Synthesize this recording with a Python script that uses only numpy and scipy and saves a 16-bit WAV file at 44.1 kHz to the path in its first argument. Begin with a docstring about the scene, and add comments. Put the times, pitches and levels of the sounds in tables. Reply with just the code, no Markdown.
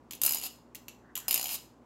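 """A low hum fills a quiet carpeted room. Close to the microphone, a hand flips a butterfly knife.
First the loose handles tick as they swing round. Then they clap together and bounce ever faster,
until the rattle closes into a short buzz. At each touch the steel rings briefly and the room answers.
A few lone ticks follow. Then the hand swishes softly and flips the knife again: ticks, claps, buzz."""
import sys
import numpy as np
from scipy import signal
from scipy.fft import rfft, irfft
from scipy.io import wavfile

SR = 44100
rng = np.random.default_rng(int(sys.argv[2]) if len(sys.argv) > 2 else 0)


def wav_record(signal):
    """Record a signal, one row per channel, as 16-bit PCM in the file named by sys.argv[1]."""
    frames = np.transpose(np.atleast_2d(signal))
    bounded = np.clip(frames, -1, 1)
    # unit amplitude maps onto the largest positive 16-bit level
    quanta = np.round(bounded * 32767).astype(np.int16)
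    wavfile.write(sys.argv[1], SR, quanta)


N = 81585
TIME = np.arange(N) / SR


def from_db(db):
    """Turn decibels into a number to multiply a sound by."""
    return 10 ** (np.asarray(db) / 20)


def at_hz(points, hz):
    """Read a table between its rows, with every octave equally wide."""
    pitches, values = np.transpose(points)
    return np.interp(np.log(np.maximum(hz, 1)), np.log(pitches), values)


def noise(colour, size):
    """Noise of strength 1 (rms); its colour table sets the balance of low and high pitches."""
    gains = from_db(at_hz(colour, np.fft.rfftfreq(size, 1 / SR)))
    x = irfft(rfft(rng.standard_normal(size)) * gains, size)
    return x / x.std()


def add(out, start_s, sound):
    """Mix a sound in at a given time."""
    i = int(np.clip(start_s * SR, 0, N - 1))
    out[i:i + len(sound)] += sound[:N - i]


# Colour of the room's air noise: (pitch [Hz], relative level [dB])
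AIR_COLOUR = [(15, -51.5), (25, -30.5), (40, -10.5), (85, -12.5), (170, -6.5), (290, -1.5), (420, -7),
              (700, -12), (1000, -11.5), (1500, -22), (2300, -30), (4000, -36.5), (7000, -38),
              (9500, -44.5), (16000, -49)]
# Tones of the hum: (pitch [Hz], level [dB])
HUM_TONES = [(61, -70), (120, -70), (241, -66.5)]

def room_tone(air_db=-59.5):
    """Dull air noise and a steady low hum lie under everything."""
    hum = sum(from_db(db) * np.sqrt(2) * np.sin(2 * np.pi * (hz * TIME + rng.random()))
              for hz, db in HUM_TONES)
    return from_db(air_db) * noise(AIR_COLOUR, N) + hum


# Handle ticks: (time [s], level [dB], treble boost [dB], knock pitch [Hz], relative knock level [dB])
HANDLE_TICKS = [(0.1091, -25.5, -1, 3130, -8), (0.1218, -30.5, -5, 2800, -20),
                (0.1333, -28.5, -7, 2760, -8), (0.1500, -33, 11.5, 2750, -9.5),
                (0.7476, -31.5, 4.5, 2020, -9), (0.7530, -29.5, 0, 2170, -46),
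                (0.8820, -30, -5, 2574, -8.5), (1.1539, -19, 0, 3360, -13.5), (1.1552, -30, 10, 3200, -15),
                (1.1648, -25.5, -6.5, 2910, -3), (1.1752, -21.5, 5.5, 1090, -11.5),
                (1.2003, -35, 6, 2780, -16)]
# Colour of a tick's thin crack: (pitch [Hz], relative level [dB])
TICK_COLOUR = [(150, -14.5), (600, -15.5), (1600, -16), (2700, -4.5), (3900, -9), (5300, -10), (6900, -1),
               (7800, -3.5), (8300, -11.5), (10000, -7.5), (12100, 1.5), (13200, -4.5), (14200, -7.5),
               (15600, -7)]

def ticks(ring_db=-13):
    """The loose handles tick lightly as they swing round."""
    out = np.zeros(N)
    for start, db, treble_db, knock_hz, knock_db in HANDLE_TICKS:
        add(out, start, from_db(db) * touch(TICK_COLOUR, ring_db, treble_db, knock_hz, knock_db))
    return out


def crack(colour, t, hold_s=0.0019, fade_s=0.0026, clump_s=0.0016, chatter_fade_s=0.014):
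    """A burst of noise as steel meets steel; the loose pivots chatter on in short clumps."""
    colour = [(hz, db + 2.5 * rng.standard_normal()) for hz, db in colour]  # no two cracks are alike
    burst = np.exp(-np.maximum(t - hold_s, 0) / fade_s)
    clumps = np.interp(t / clump_s, np.arange(len(t)), rng.standard_normal(len(t)))
    chatter = from_db(-15.5 + 6.5 * clumps) * np.exp(-t / chatter_fade_s)
    return noise(colour, len(t)) * np.hypot(burst, chatter)


# Ringing tones of the handles and blade: (pitch [Hz], relative level [dB], time to fade by 60 dB [s])
STEEL_TONES = [(2794, -17.5, 0.078), (2880, -18.5, 0.15), (4210, -19, 0.098), (5010, -8.5, 0.044),
               (6180, -13, 0.041), (6960, -11.5, 0.11), (7050, -14, 0.091), (8300, -17, 0.086),
               (9620, -9.5, .05), (10720, -11, 0.04), (11550, -0.5, 0.028), (11900, -0.5, 0.031),
               (11900, -21, 0.056), (13260, -5.5, .055)]

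def steel_ring(t, pitch_spread=0.012, level_spread_db=4):
    """Both handles ring, a little differently each time, as the grip and the spot struck vary."""
    hz, db, ring_s = np.transpose(STEEL_TONES + STEEL_TONES)[:, :, None]  # one set for each handle
    hz = hz * (1 + pitch_spread * rng.standard_normal(hz.shape))
    db = db + level_spread_db * rng.standard_normal(hz.shape)
    fade = np.exp(-np.log(1000) * t / ring_s)
    tones = np.sin(2 * np.pi * (hz * t + rng.random(hz.shape)))
    return (from_db(db) * fade * tones).sum(axis=0)


# Colour of the dull thud as the hand takes each blow: (pitch [Hz], relative level [dB])
THUD_COLOUR = [(25, -46), (80, 0), (300, 0.5), (550, -8.5), (1100, -0.5), (1700, -7), (4000, -51)]

def touch(colour, ring_db, treble_db, knock_hz, knock_db, treble_hz=6000, rise_s=0.00069):
    """One touch: steel cracks and rings, the hand thuds, and the grip cuts a hollow knock short."""
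    t = np.arange(4096) / SR
    rise = np.minimum(t / rise_s, 1)
    steel = (crack(colour, t) + from_db(ring_db) * steel_ring(t)) * rise
    low = signal.sosfiltfilt(signal.butter(2, treble_hz, fs=SR, output="sos"), steel, padtype=None)
    steel = low + (steel - low) * from_db(treble_db)
    steel *= from_db(-10.5) / steel[t < 0.0041].std()  # set the strength of its first moments
    thud = from_db(-38) * noise(THUD_COLOUR, len(t)) * np.exp(-t / 0.015)
    knock = from_db(knock_db) * np.sin(2 * np.pi * knock_hz * t) * np.exp(-t / 0.0015)
    return steel + (thud + knock) * rise


# Echoes from nearby surfaces: (delay [s], relative level [dB])
NEAR_ECHOES = [(.0052, -15), (.0112, -11.5)]
# Colour of the room's tail, its wash of later echoes: (pitch [Hz], relative level [dB])
TAIL_COLOUR = [(200, -5.2), (1000, -0.58), (2800, -0.12), (4200, 1), (7000, 0), (9500, -4.1), (12000, -6),
               (15000, -3.1)]
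# How long that tail lasts: (pitch [Hz], time to fade by 60 dB [s])
TAIL_FADE = [(300, .35), (2800, .38), (5000, .34), (7000, .35), (11000, .28), (15000, .27)]

def room_response(size=24000, tail_db=-9, build_s=0.0063):
    """A click in this room: the click itself, two near echoes and a tail whose treble dies first."""
    t, tail = np.arange(size) / SR, np.zeros(size)
    hiss, pitches = rfft(rng.standard_normal(size)), np.fft.rfftfreq(size, 1 / SR)
    edges_hz = np.linspace(0, 130, 14) ** 2  # 13 bands, wider towards the top
    for low, high in zip(edges_hz, edges_hz[1:]):
        hz = (low + high) / 2
        band = irfft(hiss * ((pitches >= low) & (pitches < high)), size)
        fade = np.exp(-np.log(1000) * t / at_hz(TAIL_FADE, hz))
        tail += band * from_db(at_hz(TAIL_COLOUR, hz)) * fade
    tail *= np.minimum(t / build_s, 1)
    response = from_db(tail_db) * tail / np.linalg.norm(tail)
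    response[0] += 1  # the sound that arrives directly
    for delay, db in NEAR_ECHOES:
        smear = rng.standard_normal(48) * np.hanning(48)
        add(response, delay, from_db(db) * smear / np.linalg.norm(smear))
    return response


# Colour of a clap's crack, steel on steel: (pitch [Hz], relative level [dB])
CLAP_COLOUR = [(150, -20.5), (400, -16.5), (900, -12), (1700, -15.5), (2700, -0.5), (3400, -6.5),
               (5000, -4), (5700, -7.5), (7000, -1), (8500, -6.5), (11500, 1.5), (13200, 2), (13900, -10),
               (15700, -3)]

def clap(treble_db, knock_db):
    """The handles hit each other once, ringing more than in a tick."""
    return touch(CLAP_COLOUR, ring_db=-8, treble_db=treble_db, knock_hz=767, knock_db=knock_db)


# Handle claps: (time [s], level [dB], treble boost [dB], relative knock level [dB])
HANDLE_CLAPS = [(0.2158,-12.5,4,-27), (0.2345,-9,5,-25.5), (0.2493,-10.5,7.5,-35), (0.2622,-7.5,8.5,-31.5),
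                (0.2675,-27.5,-3,-32), (0.2774,-19.5,-9.5,-31), (0.2920,-12.5,8.5,-30),
                (0.3076,-14.5,3.5,-27), (0.3210,-14,6.5,-35), (0.3340,-19,-2,-27),
                (0.3460,-14.5,12.5,-17.5), (0.3562,-22,-2.5,-11.5), (0.3703,-24.5,-7.5,-35),
                (0.3840,-25,4,-14.5), (0.3977,-30.5,-5.5,-33), (0.4135,-27.5,-1,-24),
                (0.4232,-29.5,-8,-27.5), (0.4313,-27.5,4,-14), (0.4363,-20.5,0.5,-18.5),
                (1.2812,-12.5,0,-16.5), (1.2925,-26.5,-3.5,-33.5), (1.3090,-9.5,-0.5,-25.5),
                (1.3271,-15,-1.5,-26), (1.342,-8,3.5,-34), (1.3478,-21.5,8,-26), (1.3583,-16.5,-1.5,-28),
                (1.3765,-16.5,-1,-22.5), (1.3955,-19.5,-3.5,-11), (1.4120,-20.5,-2,-16), (1.4277,-20,0,-31),
                (1.4413,-19.5,7,-11), (1.4563,-21.5,-6,-17), (1.4687,-23,4.5,-17), (1.482,-25.5,-8,-35),
                (1.4902,-22.5,-6.5,-17)]

def rattles():
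    """The handles clap together and bounce again and again."""
    out = np.zeros(N)
    for start, db, treble_db, knock_db in HANDLE_CLAPS:
        add(out, start, from_db(db) * clap(treble_db, knock_db))
    return out


# The buzz that ends each rattle: (start [s], end [s], level [dB])
CLOSING_BUZZES = [(0.4415, 0.467, -27.5), (1.498, 1.556, -26.5)]

def buzzes(first_gap_s=0.0044, last_gap_s=0.0018, max_bounces=24):
    """As the grip closes, the last bounces crowd together into a buzz."""
    out = np.zeros(N)
    for start, end, db in CLOSING_BUZZES:
        now = start
        for gap_wobble, db_wobble in rng.standard_normal((max_bounces, 2)):
            if now < end:
                add(out, now, from_db(db + db_wobble) * clap(treble_db=0, knock_db=-20))
            gap = np.interp(now, [start, end], [first_gap_s, last_gap_s])
            now += gap * np.exp(0.17 * gap_wobble)
    return out


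# Swishes of the swinging hand: (time [s], level [dB])
HAND_SWISHES = [(1.083, -64.5), (1.246, -60.5)]
# Colour of a swish: (pitch [Hz], relative level [dB])
SWISH_COLOUR = [(600, -23), (1200, -4), (1500, 7.5), (1950, 4), (2300, -26), (5000, -54.5)]

def swishes(width_s=0.053):
    """The hand swishes faintly as it winds up for the second flip."""
    swells = sum(from_db(db) * np.exp(-((TIME - middle) / width_s) ** 2) for middle, db in HAND_SWISHES)
    return noise(SWISH_COLOUR, N) * swells


def scene():
    """The knife echoes in the room, over the air noise, hum and swishes."""
    background = room_tone() + swishes()
    room = room_response()
    knife = ticks() + rattles() + buzzes()
    return (signal.fftconvolve(knife, room)[:N] + background)[None]


def record(dry, low_cut_hz=37, high_cut_hz=15780):
    """The microphone loses the deepest bass; the highest treble is cut off steeply."""
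    x = signal.sosfilt(signal.butter(2, low_cut_hz, "high", fs=SR, output="sos"), dry)
    return signal.sosfilt(signal.ellip(12, .2, 75, high_cut_hz, fs=SR, output="sos"), x)


dry = scene()
out = record(dry)
wav_record(out)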